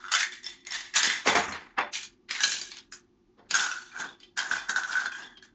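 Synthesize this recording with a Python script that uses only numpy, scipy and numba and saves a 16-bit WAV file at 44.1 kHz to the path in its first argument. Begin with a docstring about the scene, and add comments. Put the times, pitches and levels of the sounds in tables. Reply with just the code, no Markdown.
"""Crushed ice is scooped from a china bowl with a small plastic cup and tipped into a tall glass, in a furnished room.
First the cup digs: ice crunches and clicks, and the hollow cup hoots along. Around 1.3 to 1.8 s the bowl bumps on
the table. From 1.9 to 3.1 s the ice goes into the glass, which rings when struck; then the cup digs in the bowl again
until the sounds thin out. Tiny random contacts and noise bursts drive resonances of ice, cup, dishes and table;
knocks add short rough sines. A room rumble and faint hiss stay throughout; one microphone, dull above 8 kHz."""
import sys
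import numpy as np
from scipy import signal
from scipy.fft import rfft, irfft, next_fast_len
from scipy.io import wavfile
from numba import njit

SR = 44100
rng = np.random.default_rng(int(sys.argv[2]) if len(sys.argv) > 2 else 0)


def master_out(mix):
    """Clip the mix to full scale and print it as 16-bit PCM to the path in sys.argv[1]."""
    frames = np.transpose(np.atleast_2d(mix))
    ceiling = np.clip(frames, -1, 1)
    pcm = np.round(ceiling * 32767).astype(np.int16)
    wavfile.write(sys.argv[1], SR, pcm)


N = 244314

POUR_START_S, POUR_END_S = 1.9, 3.1   # the cup is over the glass
RUMBLE_DB, HISS_DB = -62, -77
ROOM_T60_S, ROOM_DB, WALL_CUT_HZ = 0.28, -13, 4450   # t60: time to die away by 60 dB
PIECE_T60_S = 0.04
SECOND_RING_DB, SECOND_RING_LOW_HZ, SECOND_RING_HIGH_HZ = -13.5, 2200, 7044
SKID_SWELL_DB_PER_S, SKID_FADE_DB_PER_S = 599, 223
# slopes bend downward: twice as steep once the straight slope would be this far under the level
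SWELL_BEND_DB, FADE_BEND_DB = 47, 92.5
MIC_TOP_HZ, CUTOFF_HZ = 8060, 8586


def from_db(db):
    """Decibels to gain."""
    return 10 ** (np.asarray(db) / 20)


def rms_one(x):
    """Scaled to an average strength (rms) of 1."""
    return x / np.sqrt(np.mean(x ** 2) + 1e-20)


def in_time(rows):
    """Each column after the first as a curve over time, one value a sample."""
    s, *columns = np.transpose(rows)
    return [np.interp(np.arange(N) / SR, s, column) for column in columns]


def at_hz(points, hz):
    """Level in dB at any pitch, read between points on a log-frequency axis."""
    points_hz, points_db = np.transpose(points)
    return np.interp(np.log(hz), np.log(points_hz), points_db)


def band(x, low_hz, high_hz):
    """Keeps what lies between two frequencies."""
    return signal.sosfilt(signal.butter(2, [low_hz, high_hz], "band", fs=SR, output="sos"), x)


def high(x, low_hz):
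    """Keeps what lies above a frequency."""
    return signal.sosfilt(signal.butter(3, low_hz, "high", fs=SR, output="sos"), x)


def low(x, top_hz, order):
    """Keeps what lies below a frequency."""
    return signal.sosfilt(signal.butter(order, top_hz, fs=SR, output="sos"), x)


def ring(clicks, hz, t60):
    """A unit click sets a sine of height 1 ringing; it falls by 60 dB in t60 seconds."""
    decay, turn = from_db(-60 / (t60 * SR)), 2 * np.pi * hz / SR
    # the tiny offset keeps the filter away from very slow, near-zero numbers
    return signal.lfilter([0, np.sin(turn)], [1, -2 * decay * np.cos(turn), decay * decay], clicks + 1e-18)


def flicker(per_s, spread_db):
    """A gain that wanders at random, per_s steps a second."""
    steps = from_db(spread_db * rng.standard_normal(2000))
    return np.interp(np.arange(N) * (per_s / SR), np.arange(2000), steps)


def grains(per_s, spread_db):
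    """Random tiny contacts; each one's rarity, times spread_db, sets its level."""
    born = rng.random(N) < per_s / SR
    luck = rng.random((2, N))
    rarity = np.minimum(-np.log(luck[0, born] + 1e-9), 5)   # mostly small, seldom large
    out = np.zeros(N)
    out[born] = from_db(spread_db * rarity) * np.sign(luck[1, born] - .5)
    return out


def swells(full_s, level_db, swell, hold_s, fade):
    """Events swell up to a level at full_s, hold it and fade, slopes in dB per s; powers add up, given in dB."""
    t = np.arange(0, N + 44, 44) / SR   # about one point a millisecond
    late = t - np.array(full_s)[:, None]
    before_db = np.abs(swell) * np.maximum(-late, 0)
    after_db = np.abs(fade) * np.maximum(late - np.maximum(hold_s, 0), 0)
    rise_db = before_db * (1 + before_db / SWELL_BEND_DB / 2)
    fall_db = after_db * (1 + after_db / FADE_BEND_DB / 2)
    power = np.sum(from_db(2 * (level_db - rise_db - fall_db)), axis=0)
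    return np.interp(np.arange(N) / SR, t, 10 * np.log10(power + 1e-14))


def steady(spectrum, level_db):
    """Steady noise: every frequency of white noise is weighted by the given colour."""
    size = next_fast_len(N)
    hz = np.maximum(np.arange(size // 2 + 1) * SR / size, 1)
    coloured = rfft(rng.standard_normal(size)) * from_db(at_hz(spectrum, hz))
    return from_db(level_db) * rms_one(irfft(coloured, size)[:N])


def rumble():
    """The low rumble of the room, as steady noise with its strongest peaks near 40 and 360 Hz."""
    # colour of the rumble: pitch_hz, level_db (relative, per Hz)
    rumble_colour = [(15, -33), (25, -12.5), (40, -1), (55, -15.5), (80, -12.5), (110, -9), (160, -15.5),
                     (240, -3), (280, -8), (320, -9), (362, 2), (410, -17), (480, -24), (700, -34.5),
                     (1500, -100)]
    return steady(rumble_colour, RUMBLE_DB)


def hiss():
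    """A faint steady hiss, as noise that fades out toward the top."""
    # colour of the hiss: pitch_hz, level_db (relative, per Hz)
    hiss_colour = [(410, -40), (700, -10), (722, -5), (1120, -10), (1190, -3), (1260, -13), (6300, -21),
                   (8430, -33), (11000, -63), (18500, -120)]
    return steady(hiss_colour, HISS_DB)


def room(x):
    """Echoes go round twelve feedback delays, duller on every round, worked out per frequency."""
    size = next_fast_len(N + SR)
    circle = np.exp(-2j * np.pi * np.arange(size) / size)
    bins = np.arange(size // 2 + 1)
    dull, echoes = np.exp(-2 * np.pi * WALL_CUT_HZ / SR), 0
    for k, lag in enumerate((rng.uniform(0.0054, 0.021, 12) * SR).astype(int)):
        late = circle[lag * bins % size]   # a delay of lag samples
        wall = (1 - dull) / (1 - dull * circle[bins])
        loop = from_db(-60 * lag / SR / ROOM_T60_S) * wall * late
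        echoes = echoes + (-1) ** k * loop / (1 - loop)
    return irfft(rfft(x, size) * echoes, size)[:N]


def bumps():
    """The foot of the bowl lands unevenly: a short rattle shakes the table, with a deep share for each bump."""
    # bowl bumping on the table: start_s, level_db (before the filters), deep_db (re level),
    # rattle_s (time for the rattle's longer part to fall 60 dB)
    bump_rows = [(1.258, -18, -29, 0.1), (1.273, -13, -19.5, 0.062), (1.284, -30, -21.5, 0.06),
                 (1.351, -9, -16.5, 0.033), (1.399, -44.5, -17, 0.036), (1.478, -33, -4, 0.043),
                 (1.529, -46, -22, 0.06), (1.78, -15, -39, 0.022), (1.789, -23, -26, 0.1),
                 (1.804, -22, -16, 0.023), (3.383, -53.5, -21.5, 0.065), (3.393, -40.5, -17, 0.029),
                 (4.511, -41.5, -1.5, 0.023)]
    # tones of table top and bowl foot, the four deepest first: pitch_hz, level_db (relative), t60_s
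    table_tones = [(80, -1, .25), (155, -8, .15), (205, -2, .14), (260, -1, .12), (480, -3, .09),
                   (590, -2, .09), (710, 0, .08), (820, 0, .07), (905, 1, .08), (1150, 0, .06)]
    s, level_db, deep_db, rattle_s = np.transpose(bump_rows)
    t = np.arange(int(.2 * SR)) / SR
    fade_db = -60 * t / np.clip(rattle_s, .02, .2)[:, None]
    onset = np.minimum(t / 0.0021, 1) * (1 + 1.2 * from_db(-60 * t / 0.019))   # extra strong at first
    rattle = rng.standard_normal((len(s), len(t))) * from_db(fade_db) * onset
    deep_push, upper_push = np.zeros((2, N + len(t)))
    for k, i in enumerate(np.round(s * SR).astype(int)):
        deep_push[i:i + len(t)] += from_db(level_db[k] + deep_db[k] - 22) * rattle[k]
        upper_push[i:i + len(t)] += from_db(level_db[k] - 37) * rattle[k]
    deep = sum(from_db(db) * ring(deep_push[:N], hz, t60) for hz, db, t60 in table_tones[:4])
    upper = sum(from_db(db) * ring(upper_push[:N], hz, t60) for hz, db, t60 in table_tones[4:])
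    dull = low(band(upper_push[:N], 310, 2000), 2000, order=2)
    return band(deep, 92, 230) + band(upper, 300, 1000) + from_db(37.5) * dull


def vessel(clicks):
    """Whatever the ice touches rings at its own tones: the glass while pouring, else the bowl."""
    # tones of the china bowl, then of the glass: pitch_hz, level_db (on average), t60_s
    bowl_tones = [(1990, -6, .13), (3230, -7, .1), (3505, -2, .12), (3560, -8, .1), (4270, -12, .06),
                  (5320, -8, .09), (5440, -11, .08), (6480, -11, .05)]
    glass_tones = [(1650, -3, .1), (2864, -12, .06), (3117, -3, .06), (3984, -5, .07), (4840, -9, .05),
                   (6080, -6, .05), (6660, -9, .05)]
    t = np.arange(N) / SR
    pouring = (t > POUR_START_S) & (t < POUR_END_S)
    glass = sum(ring(clicks * pouring * from_db(db) * flicker(85, 1.4), hz, t60)
                for hz, db, t60 in glass_tones)
    bowl = sum(ring(clicks * ~pouring * from_db(db) * flicker(71, 0.85), hz, t60)
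               for hz, db, t60 in bowl_tones)
    return high(glass + bowl, 1600)


@njit
def hollow(x, cos_w, r):
    """A resonance whose centre and width move from sample to sample; its power stays about the same."""
    y = np.zeros(len(x))
    for i in range(2, len(x)):
        push = np.sqrt(1 - r[i]) * (x[i] - x[i - 2])
        y[i] = push + 2 * r[i] * cos_w[i] * y[i - 1] - r[i] * r[i] * y[i - 2]
    return y


def cup(x, cup_hz, width_hz):
    """A moving resonance in Hz, such as the air in the cup, which follows how full and tilted it is."""
    return hollow(x, np.cos(2 * np.pi * cup_hz / SR), np.exp(-np.pi * np.clip(width_hz, 40, 3000) / SR))


def cup_twice(x, cup_hz, width_hz):
    """Two such resonances in a row: steep skirts keep the hoot clear of its neighbours."""
    return cup(cup(x, cup_hz, 2 * width_hz), cup_hz, width_hz)


def cup_air():
    """The air's resonance: fairly tight at first, broad from bumps into pour, tight late in pour and last digging."""
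    # air in the cup, its pitch follows how full it is: time_s, pitch_hz, width_hz (nominal)
    cup_rows = [(0, 1406, 260), (.12, 1333, 300), (.23, 1760, 320), (.42, 1900, 320), (.66, 2056, 325),
                (.75, 1764, 325), (.93, 1940, 330), (.97, 1706, 330), (1.2, 1880, 330), (1.26, 1640, 1200),
                (1.9, 1577, 1200), (1.94, 2200, 1200), (2.34, 2043, 1200), (2.41, 1590, 130),
                (2.7, 1681, 130), (2.78, 2132, 500), (2.9, 1544, 500), (3.45, 1445, 500), (3.53, 1520, 150),
                (3.7, 1460, 150), (4.1, 1545, 150), (4.4, 1590, 150), (4.52, 1550, 150), (5.0, 1480, 150),
                (5.3, 1670, 150), (5.54, 1595, 150)]
    return in_time(cup_rows)


def skids():
    """A piece skids along the bowl wall: fine friction through one narrow resonance at its pitch."""
    # skidding pieces: full_s (time at which the swell reaches full level), hold_s,
    # level_db (before a common trim), pitch_hz
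    skid_rows = [(0.458, 0.07, -49.5, 3540), (4.072, 0.034, -48, 3455), (4.232, .005, -65, 3170),
                 (5.123, 0.016, -42, 3250), (5.281, 0.0069, -47, 3400), (5.368, 0.0025, -50.5, 3250)]
    full_s, hold_s, level_db, hz = np.transpose(skid_rows)[:, :, None]
    course_db = swells(full_s[:, 0], level_db, SKID_SWELL_DB_PER_S, hold_s, SKID_FADE_DB_PER_S)
    latest = np.searchsorted(full_s[1:, 0] - .02, np.arange(N) / SR)   # the pitch is ready 20 ms ahead
    rub = cup_twice(grains(3400, spread_db=-0.5), hz[latest, 0], np.full(N, 90.))
    return from_db(course_db - 5.5) * rms_one(rub)


def knocks(cup_hz, width_hz):
    """A crack, two short rough rings of the piece and a hoot of the cup; also the blows on bowl or glass."""
    # single knocks of ice: start_s, level_db (before the filters), piece_hz (ring of the piece),
    # then re level: piece_db, cup_db (push on the cup's air, before a trim), dish_db (blow on bowl or glass)
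    knock_rows = [(0.0414, -40.5, 3630, -20, 19, -16), (.0514, -42.5, 3600, -15.5, 18.5, -21),
                  (0.0825, -36.5, 2880, -3, 15, -8), (0.1191, -8, 4630, -15.5, -7, -27),
                  (.1381, -7, 3020, -10.5, 0, -38), (0.1501, -11.5, 3170, -14, 3, -9),
                  (.1564, -14, 2120, -6, -13, -45), (0.2064, -10.5, 5630, -20, -10, -29),
                  (0.2308, -16.5, 2140, -4.5, 6, -19), (.3217, -29, 3470, -3, -4, -21),
                  (.3314, -37, 2310, -3, -17, -18), (.4324, -33, 6640, -9, -19, -18),
                  (0.4428, -36, 5260, 6.5, -4, -30), (.4643, -24.5, 5370, 1, -20, -17),
                  (.6499, -37.5, 4300, -10, -7, -14), (0.669, -20.5, 2090, -11, -24, -40),
                  (.7073, -34, 5340, 7.5, -16, -17), (0.7209, -19.5, 5400, -7.5, -8, -20),
                  (0.939, -23.5, 5360, -7, 1, -29), (.9624, -9, 6850, -7, -21, -33),
                  (1.0311, -5, 6440, -13, -28, -29), (1.046, -13, 5110, -7.5, -5, -31),
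                  (1.0998, -14, 3100, -10.5, 3.5, -24), (1.274, -13, 2150, -5, 15, -34),
                  (1.3543, -15.5, 2410, -4.5, 8, -16.5), (1.5229, -24, 4210, -8, -2, -31.5),
                  (1.7861, -25.5, 2660, 0, 1, -21), (1.9357, -24.5, 3540, -9, -25, -14.5),
                  (1.9544, -18.5, 2370, -9, -17, -25), (2.0316, -24.5, 6640, -8, -5, -40),
                  (2.2921, -40.5, 4200, -1, -19.5, -15), (2.3097, -13.5, 2330, -12.5, 1.5, -33),
                  (2.3501, -18.5, 2160, -10.5, -16, -28), (2.4051, -12, 6070, -23, -6, -22),
                  (2.435, -9, 3670, -14, -12, -6.5), (2.4398, -3.5, 3020, -34, -7.5, -26),
                  (2.5185, -11.5, 4100, -10.5, -33, -34), (2.5661, -24, 2900, -7, -23, -28),
                  (2.614, -16.5, 4690, -6, -27, -29), (2.7165, -25.5, 4380, -8, -30, -34),
                  (2.7695, -28, 2900, -14, -20, -41), (2.7854, -29, 3290, -14, -17, -42),
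                  (2.9237, -35.5, 5050, 1, 9.5, -23), (2.9342, -32.5, 6870, -1.5, -11.5, -25.5),
                  (3.5095, -11, 4850, -12, -13, -36.5), (3.5418, -12.5, 6600, -5, -1.5, -30),
                  (3.5517, -7.5, 6500, -6, -1, -33), (3.595, -15.5, 3490, -7.5, -12, -24),
                  (3.6411, -29, 6550, 1, -19, -23), (3.6636, -33, 6650, 3, 6, -36),
                  (3.7142, -17.5, 5800, -11.5, 0.5, -25), (3.763, -37.5, 6800, -9, 14.5, -37),
                  (3.9165, -40.5, 2400, -2.5, -15, -27.5), (3.9632, -35.5, 2340, -6, 11, -24),
                  (4.0004, -28.5, 6400, -2, -18, -10.5), (4.0202, -36, 6260, -11, 16, -25),
                  (4.0422, -30.5, 3650, -10, -25, -35), (4.0894, -40.5, 3650, 1, -19, -24),
                  (4.2016, -39.5, 4730, -12, -35, -19), (4.2316, -42, 3120, 3.5, -26.5, -16),
                  (4.375, -13.5, 4950, -16.5, -1, -30), (4.3901, -12, 4820, -13.5, -6.5, -25),
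                  (4.4987, -40, 6800, -3, -15, -16), (4.5126, -21, 2480, -14, 13, -36),
                  (4.5796, -29, 2460, -3, -12.5, -24), (4.6942, -13.5, 4520, -14.5, -2.5, -25),
                  (4.7064, -28.5, 6730, -1, -6, -29), (4.7609, -16.5, 3680, -11, 8, -30.5),
                  (4.8342, -22.5, 6470, -18, 6, -21), (4.93, -24.5, 5550, -15, 3, -33),
                  (4.954, -29.5, 6700, -14, 19, -29), (4.9706, -25, 3680, -10, 15, -26),
                  (4.9852, -37, 5170, -13, 14, -28), (5.001, -27, 6200, -9, 7, -39),
                  (5.0578, -23, 4265, -9.5, 11, -34), (5.1198, -34.5, 2470, -1, 10.5, -19),
                  (5.1492, -38, 3150, 2, 13, -35), (5.2217, -39.5, 2860, -3, 10, -20),
                  (5.3715, -47, 3110, 5, -13, -30), (5.4247, -37.5, 4360, -8, -3.5, -34)]
    s, level_db, piece_hz, piece_db, cup_db, dish_db = np.transpose(knock_rows)[:, :, None]
    t = np.arange(int(.15 * SR)) / SR
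    noise = rng.standard_normal((len(s), 3, len(t)))
    second_hz = rng.uniform(SECOND_RING_LOW_HZ, SECOND_RING_HIGH_HZ, (len(s), 1))
    cracks = noise[:, 0] * (from_db(-8 - 60 * t / 0.024) + from_db(-8 - 60 * t / 0.0048))
    wobble = np.cumsum(noise[:, 1:], axis=2) * .05   # a tumbling piece keeps no steady phase
    first = from_db(piece_db) * np.sin(2 * np.pi * piece_hz * t + wobble[:, 0])
    second = from_db(SECOND_RING_DB) * np.sin(2 * np.pi * second_hz * t + wobble[:, 1])
    sounds = from_db(level_db) * (cracks + (first + second) * from_db(-60 * t / PIECE_T60_S))
    at = np.round(s[:, 0] * SR).astype(int)
    out, push, blows = np.zeros(N + len(t)), np.zeros(N), np.zeros(N)
    for i, sound in zip(at, sounds * np.minimum(t / 0.0006, 1)):
        out[i:i + len(t)] += sound
    push[at] = from_db(level_db + cup_db - 2.5)[:, 0]
    blows[at] = from_db(level_db + dish_db)[:, 0]
    hoots = high(cup_twice(push, cup_hz, width_hz), 720)
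    return band(out[:N], 1000, 9500) + hoots, blows


def surges():
    """The heap gives way in surges: level of the crunch, then of each part that it drives re crunch."""
    # surges that swell, hold and die: full_s (time at which the swell reaches full level),
    # crunch_db (before trims), swell_db_per_s, hold_s, fade_db_per_s (before its share),
    # then re crunch: top_db, cup_db, heap_db, table_db, taps_db (on bowl or glass)
    surge_rows = [(.105, -50.5, 50, 0.026, 300, -5, 8.5, -6.5, -22, -2.5),
                  (0.119, -23.5, 3000, 0.094, 228, -2.5, -1, -20, -45.5, -11),
                  (0.321, -40.5, 600, 0.033, 252, -3.5, 2, -25, -27.5, -5),
                  (.434, -46, 1500, 0.02, 200, -2, -2, -20, -35, -12),
                  (.458, -41.5, 700, 0.031, 166, -3, -2.5, -15, -46, 2.5),
                  (.668, -42.5, 2000, 0, 250, 0.5, 2, -8, -24, -11),
                  (.712, -39, 900, 0.029, 199, -6, 3, -11, -29, -13),
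                  (0.75, -28, 330, 0, 151, -4, -2.5, -14, -30.5, -11),
                  (.805, -42.5, 500, 0.033, 170, -5, -4, -25.5, -27, -10),
                  (0.943, -36, 1800, 0.1, 199, -6, 11, -20, -25.5, -5),
                  (0.964, -15.5, 1040, 0.0052, 203, -2, -7, -14.5, -28.5, -16),
                  (1.032, -22, 900, 0.041, 140, -2.5, -3, -12, -16, -9),
                  (1.119, -32, 297, 0.013, 192, -2, 8, -29, -25, 4.5),
                  (1.276, -18, 740, 0, 190, -3, 6.5, 0.5, -9, -7.5),
                  (1.355, -22, 1600, 0, 181, -2.5, 11, 3.5, -2.5, -14),
                  (1.4, -41.5, 400, 0.052, 110, -1.5, -3, -6, -2, -12),
                  (1.48, -44.5, 400, 0.00077, 195, 4.5, 18.5, 6, -2.5, -10),
                  (1.526, -40, 680, 0.0088, 157.4, -15, 14, 4, 0, -8),
                  (1.784, -34, 1470, 0, 292, -23, 21.5, 13.5, -4.5, -1),
                  (1.938, -27.5, 1260, 0.023, 240, -2.5, -1, -23, -36, -14),
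                  (2.03, -38, 497, 0.0079, 270, -3, -9, -37.5, -28.5, -16),
                  (2.292, -38.5, 2500, 0.013, 200, -11.5, 9.5, -30, -18.5, -7),
                  (2.309, -30, 1490, 0, 150, -4, 7, -19.5, -22.5, -8.5),
                  (2.35, -34, 600, 0.072, 151, -6, -0.5, -15.5, -24, -15),
                  (2.434, -24, 450, 0.088, 133, -1.5, -18, -23, -26, -9),
                  (2.615, -37, 500, 0, 130, -1, -17, -27, -16, -9),
                  (2.721, -42.5, 600, .065, 375, -10.5, -11, -19, -35, -8),
                  (2.923, -40, 2000, 0.02, 330, 0.5, -10, -20.5, -17.5, -14.5),
                  (3.386, -64.5, 1200, 0.0057, 300, -17, 5.5, 10, 14.5, -2.5),
                  (3.46, -75, 600, 0, 300, -20, 13.5, 4.5, 9.5, -8),
                  (3.494, -48.5, 2520, 0.029, 199, -5.5, -15.5, -26, -21, -8.5),
                  (3.511, -28.5, 1500, 0.0049, 170, -5.5, -12, -25, -15, -19),
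                  (3.545, -24.5, 1090, 0.065, 131.4, -1, -0.5, -9, -21.5, -19),
                  (3.712, -41, 800, 0.027, 73, -1.5, -10.5, -13, -22.5, -9.5),
                  (3.96, -53, 298, 0.0071, 200, -2, 13, 6, -6.5, -13),
                  (4, -34, 497, 0.0055, 260, -1.5, 2, -0.5, -7.5, -15),
                  (4.042, -42.5, 800, 0, 262, -9, 3.5, 3.5, 0, -11),
                  (4.091, -56.5, 400, 0.036, 290, -7, -12, 1.5, 4, -1),
                  (4.203, -53.5, 1800, 0.0011, 250, -9, -28, -22, -11, -8.5),
                  (4.231, -51.5, 900, 0, 249, -14, -32, -15, -9.5, -4.5),
                  (4.375, -28.5, 2200, 0.01, 122, -2, 1.5, -4, -20.5, -17.5),
                  (4.498, -40, 900, 0, 398, 0.5, 6, 3, -2, -14),
                  (4.515, -31, 1490, 0.031, 155, -2.5, 1.5, -2.5, -16, -4),
                  (4.695, -28, 1430, 0, 258, 0.5, 5.5, -5.5, -13, -17),
                  (4.761, -34, 1200, 0.014, 130, -2, 4.5, 1, -15.5, -11.5),
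                  (4.885, -39.5, 300, 0.051, 200, -0.5, 6.5, -4.5, -15, -13),
                  (4.927, -32.5, 400, 0.0038, 400, -7, 1.5, -1.5, -17, -18),
                  (4.97, -36, 497, 0.05, 200, -2.5, 3.5, -2.5, -18, -11),
                  (5.056, -37, 900, 0.011, 600, -6, -2, -2, -7, -4),
                  (5.119, -45.5, 2010, 0.059, 129, -2.5, 5.5, -1, -22, -12),
                  (5.223, -50, 300, 0.027, 270, -7, -4, 3.5, -0.5, 3.5),
                  (5.374, -51.5, 2500, 0.0097, 750, -30, -16, -10, -6, -7),
                  (5.428, -54, 2020, 0.03, 360, -3.5, 0.5, -9, -14, -12)]
    # the top dies faster than the crunch, the low parts linger: share of the surge's fade (no unit)
    # for crunch, top, cup, heap, table, taps
    fade_shares = [0.96, 1.04, .75, 0.73, 0.78, .9]
    full_s, crunch_db, swell, hold_s, fade, *parts_db = np.transpose(surge_rows)[:, :, None]
    crunch, *parts = [swells(full_s[:, 0], crunch_db + part_db, swell, hold_s, share * fade)
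                      for part_db, share in zip([0, *parts_db], fade_shares)]
    return crunch, *[part - crunch for part in parts]


def sliding_ice(crunch_db, top_db, cup_db, heap_db, table_db, cup_hz, width_hz):
    """Dense contacts ring small pieces of ice of every size, the hollow cup, the heap and the table under it."""
    # colour of the crunch: pitch_hz, level_db (relative)
    ice_colour = [(2300, -7), (3100, -3), (4200, -0.5), (5200, -0.5), (6600, 5), (7600, 3)]
    contacts, dealt = grains(6500, spread_db=-1.0), rng.integers(0, 30, N)
    # each size of piece gets its own contacts, and comes and goes on its own
    pieces = [from_db(at_hz(ice_colour, hz)) * flicker(14, 2.5) * ring(contacts * (dealt == k), hz, 85.0 / hz)
              for k, hz in enumerate(np.geomspace(2200, 7900, 30))]
    large = rms_one(high(sum(pieces[:20]), 1800))
    small = rms_one(high(sum(pieces[20:]), 4300))
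    large_share = np.sqrt(np.clip(1 - from_db(2 * top_db), .05, 1))   # the power that the small pieces leave
    hoot = rms_one(cup_twice(band(grains(1500, spread_db=0.5), 800, 2300), cup_hz, 1.27 * width_hz))
    heap = rms_one(high(band(grains(1200, spread_db=-2.0), 718, 1310), 620))
    shake = rms_one(band(grains(1200, spread_db=1.5), 170, 480))
    crunch = from_db(-4) * (large_share * large + from_db(top_db) * small)
    below = from_db(cup_db - 4) * hoot + from_db(heap_db - 5) * heap + from_db(table_db - 6) * shake
    return from_db(crunch_db) * flicker(90, 1.4) * (crunch + below)   # contacts come in clumps


def scene():
    """All sources at one microphone; knocks, bumps and ringing dishes wake the room."""
    crunch_db, top_db, cup_db, heap_db, table_db, taps_db = surges()
    cup_hz, width_hz = cup_air()
    clicks, blows = knocks(cup_hz, width_hz)
    taps = from_db(crunch_db + taps_db - 22) * grains(910, spread_db=4.5)
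    hits = clicks + bumps() + vessel(blows + taps)
    ice = sliding_ice(crunch_db, top_db, cup_db, heap_db, table_db, cup_hz, width_hz)
    background = rumble() + hiss()
    mono = background + from_db(ROOM_DB) * room(hits) + hits + skids() + ice
    return np.array([mono, mono])


def record(dry):
    """Peaks are rounded, the microphone rolls off near the top, then the top is cut."""
    rounded = 0.4 * np.tanh(dry / 0.51)
    soft = low(rounded, MIC_TOP_HZ, order=6)
    return signal.sosfilt(signal.cheby2(8, 38, CUTOFF_HZ, fs=SR, output="sos"), soft)


dry = scene()
out = record(dry)
master_out(out)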